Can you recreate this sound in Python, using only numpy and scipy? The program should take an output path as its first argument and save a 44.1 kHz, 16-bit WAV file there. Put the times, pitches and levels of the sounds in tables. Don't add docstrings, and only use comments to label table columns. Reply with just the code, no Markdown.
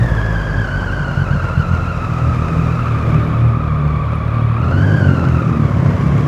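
import sys
import numpy as np
from scipy import signal
from scipy.fft import rfft, irfft, next_fast_len
from scipy.io import wavfile

SR = 44100
rng = np.random.default_rng(int(sys.argv[2]) if len(sys.argv) > 2 else 0)


def digitize_waveform(pressure):
    field = np.atleast_2d(pressure).T
    bounded = np.clip(field, -1, 1)
    quanta = np.round(bounded * 32767).astype(np.int16)
    wavfile.write(sys.argv[1], SR, quanta)


N = 276727
TIME = np.arange(N) / SR
IDLE_HZ, CRUISE_DB = 38, -28

# (time [s], speed [Hz])
CRANK_SPEED = [(0, 57.5), (.25, 54), (.65, 50), (1.05, 47.2), (1.5, 44.3), (1.9, 42.4), (2.12, 40.1),
               (2.81, 40.1), (2.95, 38.1), (3.5, 38.5), (3.8, 37.3), (4.56, 38.2), (4.84, 50.1),
               (4.96, 50.5), (5.1, 45.2), (5.59, 37.7), (5.8, 32.5), (6.27, 36.6)]
# (time [s], level [dB])
THROTTLE_DB = [(0, -25), (.15, -30), (1.9, -33.5), (2.55, -27), (2.8, -29), (3.2, -24.5), (3.5, -29.5),
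               (4.2, -32), (4.53, -31.5), (4.68, -24.5), (5.1, -21), (5.3, -25), (6.27, -23.5)]
# (time [s], level [dB])
FIRING_DB = [(0, -18.5), (1.1, -17.5), (2.1, -15), (2.6, -21.5), (4.4, -15), (4.8, -15.5), (5.5, -12),
             (6.27, -13)]
# (time [s], firings [count], level [dB])
HARD_RUNS = [(0.011, 2, -6), (0.122, 1, -4.5), (0.291, 2, -13.5), (0.581, 2, -8.5), (0.963, 2, -10.5),
             (1.179, 3, -6.5), (1.313, 3, -3), (1.444, 1, -8), (1.579, 2, -5), (1.716, 2, -5.5),
             (1.789, 1, -9), (1.884, 1, -10), (2.224, 1, -6.5), (2.275, 2, -7.5), (5.775, 1, -5.5),
             (5.869, 1, -2), (6.019, 2, -6)]
# (frequency [Hz], level [dB])
GAS_SPECTRUM = [(35, -19.5), (55, -23.5), (75, 3.5), (100, 4), (150, 9.5), (220, -3), (290, -1),
                (380, -5.5), (450, -9), (700, -18), (1500, -43), (5000, -70.5)]
# (frequency [Hz], level [dB])
PIPE_SPECTRUM = [(60, -33.5), (130, -4), (175, -0.5), (240, 4), (300, -5), (335, -6), (375, -4),
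                 (440, -21.5), (560, -3.5), (800, -36.5), (3000, -66.5)]
# (frequency [Hz], level [dB])
CASING_SPECTRUM = [(600, -5.5), (1150, -1), (1650, 0), (2000, -13), (2500, -12), (3150, -16), (3600, -26.5),
                   (4100, -23), (4700, -22), (5200, -41.5), (7000, -40.5)]
# (frequency [Hz], level [dB])
BLOCK_SPECTRUM = [(200, -4.5), (380, -2.5), (520, 5.5), (660, 4), (800, -2.5), (1050, 2.5), (1400, -2),
                  (1800, -12), (3000, -29), (8000, -62)]
# (frequency [Hz], level [dB])
VALVE_SPECTRUM = [(600, -17.5), (1500, 2.5), (1900, -1), (2250, -2.5), (2800, -6.5), (3400, -12),
                  (4200, -14.5), (6000, -29), (12000, -36)]
# (time [s], level [dB])
VALVE_DB = [(0, -38.5), (1, -41.5), (3.2, -36.5), (3.55, -42), (4.55, -40), (5.3, -39.5), (6.27, -37)]
# (time [s], level [dB])
METAL_TICKS = [(.6, -54), (3.783, -51), (4.155, -45.5)]
# (time [s], level [dB])
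SHAKE_DB = [(0, -16), (2.2, -29), (3.8, -32), (5, -44), (5.9, -52)]
# (frequency [Hz], level [dB])
CEILING_RESPONSE = [(65, -5), (80, -5.5), (105, 4), (120, -0.5), (150, 0.5), (195, -21.5), (240, -14),
                    (300, -23.5), (400, -21)]
# (time [s], half-length [s], order [number], level [dB])
WAVE_CRESTS = [(2.263, 0.28, 3, -19.5), (2.624, 0.27, 4, -17), (2.766, 0.33, 3, -20), (3.08, .25, 3, -19.5),
               (3.16, 0.067, 4, -20), (3.447, 0.2, 3, -10), (3.868, .3, 4, -17), (3.926, 0.55, 2, -18),
               (4.464, 0.35, 3, -15.5), (4.938, 0.58, 2, -22.5), (5.587, 0.19, 6, -23),
               (6.067, 0.2, 5, -25)]
# (frequency [Hz], time to fall 60 dB [s])
GARAGE_DECAY = [(80, 0.59), (250, 0), (1200, 1.23), (4000, 0), (12000, 1.46)]
# (time [s], level [dB])
GARAGE_DB = [(0, -8), (1.5, -5), (2.5, -3), (6.27, -5)]
# (frequency [Hz], level [dB])
AIR_SPECTRUM = [(2000, -13.5), (3600, -13), (4800, 6.5), (5600, 4.5), (6700, 2), (7700, -2.5), (8600, -8.5),
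                (11000, -12), (13500, -19.5), (15000, -22)]
# (time [s], level [dB])
AIR_DB = [(0, -50.5), (1.6, -52.5), (2.6, -51.5), (3.2, -56), (3.55, -61), (4.57, -63.5), (4.66, -55),
          (4.88, -51), (5.6, -54), (6.27, -51.5)]
# (frequency [Hz], level [dB])
ROLLING_SPECTRUM = [(20, -20), (38, -5.5), (48, -2.5), (60, -10), (90, -13), (300, -45), (2000, -110)]
# (time [s], level [dB])
ROLLING_DB = [(0, -27.5), (4.2, -31), (5, -40)]


def exhaust(turns, puff_hz=103, uneven_db=4, pitch_spread=0.052, jitter_s=0.0014, thump_db=1, sag_db=3):
    hard = [(s + k / speed_at(s), db + thump_db, puff_hz)
            for s, firings, db in HARD_RUNS for k in range(firings)]
    at = np.flatnonzero(np.diff(np.floor(turns)))
    strength, burn, delay = np.clip(rng.standard_normal((SR // 100, 3))[:len(at)], -2, 1.5).T
    level_db = curve(FIRING_DB)[at] + uneven_db * strength + sag_db * np.minimum(surge()[at], 0)
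    ordinary = np.c_[TIME[at] + jitter_s * delay, level_db, puff_hz * np.exp(pitch_spread * burn)]
    clear_of_hard = abs(TIME[at, None] - np.array(hard)[:, 0]).min(1) > .012
    out = np.zeros(N)
    for s, db, hz in list(ordinary[clear_of_hard]) + hard:
        pulse = amp(db) * puff(hz)
        add(out, s - len(pulse) / SR / 2, pulse)
    return out


def puff(hz):
    u = (np.pi * hz * np.arange(-SR // 50, SR // 50) / SR) ** 2
    return (2 * u - 1) * np.exp(-u)


def silencer(x, low_cut_hz=57):
    return signal.sosfiltfilt(signal.butter(3, low_cut_hz, "high", fs=SR, output="sos"), x)


def rasp(turns, gas_db=4, front_db=-4, steady=0.73, decay_turns=0.94, uneven=0.19, sharpness=120):
    bursts = steady + np.exp(-(turns % 1) / decay_turns)
    gas = noise(GAS_SPECTRUM, bursts)
    fronts = -np.exp(sharpness * (np.cos(2 * np.pi * turns) - 1)) * (1 + uneven * wander(21))
    pull = unit(amp(curve(FIRING_DB) / 2))
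    pipe = pull * colour(fronts, PIPE_SPECTRUM)
    return amp(curve(THROTTLE_DB)) * (amp(gas_db) * gas + amp(front_db) * pipe)


def crank(hunting=0.01209, hunting_hz=9, kick=1.624):
    speed = curve(CRANK_SPEED)
    coasting = np.clip((speed - IDLE_HZ) / 10, 0, 1) * (curve(THROTTLE_DB) < CRUISE_DB)
    return speed * (1 + hunting * coasting * wander(hunting_hz)) + kick * surge()


def surge(width_s=0.0376, lag_s=0.007):
    out, t = np.zeros(N), np.arange(-SR // 4, SR // 4) / SR
    u = (t / width_s) ** 2
    for s, firings, db in HARD_RUNS:
        middle = s + (firings - 1) / 2 / speed_at(s)
        add(out, middle + lag_s + t[0], firings * amp(db) * (1 - u) * np.exp(-u / 2))
    return out


def lugging(speed):
    return np.interp(speed, [34, 37], [1, 0])


def gears(turns, speed, mesh_order=31.3, level_db=-31, db_per_hz=0.2129, rough=0.86, slack_db=-7):
    pace = speed / speed.mean()
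    sway = (0.026 * np.sin(2 * np.pi * turns) + .03 * wander(40.98)) / pace ** 1.303
    mesh = 2 * np.pi * mesh_order * (turns + np.cumsum(speed * sway) / SR)
    loose_db = slack_db * lugging(speed)
    load = np.maximum(curve(THROTTLE_DB) - CRUISE_DB, 0)
    overtone_db = .6 * (curve(VALVE_DB) - curve(VALVE_DB).mean()) - 0.18 * load
    tone = np.zeros(N)
    for k in (1, 2, 3):
        backlash_hz = 100 * np.sqrt(k)
        contact = (1 + rough * wander(backlash_hz)) * np.cos(k * mesh)
        contact += rough * wander(backlash_hz) * np.sin(k * mesh)
        brightness = pace ** (0.34 * (k - 1))
        partial_db = loose_db * (k != 2) + (0.15 * load if k == 1 else overtone_db)
        tone += contact * brightness * amp(partial_db)
    return amp(level_db + db_per_hz * (speed - IDLE_HZ)) * colour(tone, CASING_SPECTRUM)


def valve_taps(turns, steady=2.3, decay=0.31, uneven=0.77):
    return steady + np.exp(-((2 * turns) % 1) / decay + uneven * np.minimum(wander(60), 2))


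def clatter(taps, speed, block_db=-32, db_per_hz=0.2142, knock_db=4):
    ring_db = block_db + db_per_hz * (speed - IDLE_HZ) + knock_db * lugging(speed)
    block = amp(ring_db) * noise(BLOCK_SPECTRUM, taps)
    covers = amp(curve(VALVE_DB)) * noise(VALVE_SPECTRUM, taps)
    return block + covers


def frame_shake(turns):
    return -amp(curve(SHAKE_DB)) * np.cos(2 * np.pi * turns)


def ticks(ring_hz=10000, width_hz=1400, decay_s=0.0027):
    strikes, t = np.zeros(N), TIME[:SR // 20]
    ring = wander(width_hz / 2) * np.cos(2 * np.pi * ring_hz * TIME)
    for s, db in METAL_TICKS:
        add(strikes, s, amp(db) * np.exp(-t / decay_s))
    return strikes * ring


def boom(turns, speed, drone_db=-21, surge_db=5, waver=0.37, drift_rad=0.86):
    throttle_db = 0.68 * (curve(THROTTLE_DB) - CRUISE_DB)
    ceiling_db = .8 * (curve(GARAGE_DB) - GARAGE_DB[-1][1])
    drive = amp(drone_db + throttle_db + ceiling_db + surge_db * np.tanh(surge()))
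    out = np.zeros(N)
    for k in range(2, 8):
        gain = drive * amp(read(CEILING_RESPONSE, k * speed)) * (1 + waver * wander(hz=7))
        for s, half_s, order, db in WAVE_CRESTS:
            if order == k:
                add(gain, s - half_s, amp(db) * np.hanning(2 * round(half_s * SR)) ** 2)
        lag = np.pi / 3 + drift_rad * wander(hz=2.45)
        out -= gain * np.cos(2 * np.pi * k * turns - lag)
    return out


def garage(x, echoes_per_s=2000, first_echo_s=.008):
    echoes = rng.standard_normal(SR) * (rng.random(SR) < echoes_per_s / SR) * (TIME[:SR] > first_echo_s)
    hz, t, bands = signal.stft(echoes, SR, nperseg=256)
    decay = amp(-60 * t / read(GARAGE_DECAY, hz)[:, None])
    tail = signal.istft(bands * decay, SR, nperseg=256)[1]
    return unit(signal.fftconvolve(x, tail)[:N]) * np.std(x)


def hiss(taps):
    return amp(curve(AIR_DB)) * noise(AIR_SPECTRUM, taps)


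def rumble():
    return amp(curve(ROLLING_DB)) * noise(ROLLING_SPECTRUM)


def amp(db):
    return 10 ** (np.asarray(db) / 20)


def unit(x):
    return x / np.sqrt(np.mean(x ** 2) + 1e-20)


def curve(rows):
    return np.interp(TIME, *np.transpose(rows))


def speed_at(s):
    return np.interp(s, *np.transpose(CRANK_SPEED))


def read(points, hz):
    f, value = np.transpose(points)
    return np.interp(np.log(hz + 1), np.log(f + 1), value)


def colour(x, spectrum):
    size = next_fast_len(N)
    gain = amp(read(spectrum, np.fft.rfftfreq(size, 1 / SR)))
    return unit(irfft(rfft(x, size) * gain, size)[:N])


def noise(spectrum, envelope=1):
    return colour(envelope * rng.standard_normal(N), spectrum)


def wander(hz):
    slow = TIME[::32]
    size = next_fast_len(len(slow))
    f = np.fft.rfftfreq(size, slow[1])
    smooth = irfft(rfft(rng.standard_normal(size)) / (1 + (f / hz) ** 4), size)[:len(slow)]
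    return np.interp(TIME, slow, unit(smooth))


def add(mix, s, sound):
    start = round(s * SR)
    sound = sound[max(-start, 0):]
    part = mix[max(start, 0):][:len(sound)]
    part += sound[:len(part)]


def scene():
    speed = crank()
    turns = np.cumsum(speed) / SR
    tailpipe = silencer(exhaust(turns)) + rasp(turns)
    whine = gears(turns, speed)
    taps = valve_taps(turns)
    running_noise = whine + clatter(taps, speed) + hiss(taps)
    room = amp(curve(GARAGE_DB)) * (amp(-0.5) * garage(tailpipe) + amp(-1) * garage(running_noise))
    surroundings = room + boom(turns, speed) + rumble()
    return (tailpipe + running_noise + frame_shake(turns) + ticks() + surroundings)[None]


def record(dry, low_cut_hz=32, high_cut_hz=15150):
    thin = signal.sosfiltfilt(signal.butter(2, low_cut_hz, "high", fs=SR, output="sos"), dry)
    band_limit = signal.firwin(511, high_cut_hz, window=("kaiser", 9), fs=SR)
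    return signal.oaconvolve(thin, band_limit[None], "same")


dry = scene()
out = record(dry)
digitize_waveform(out)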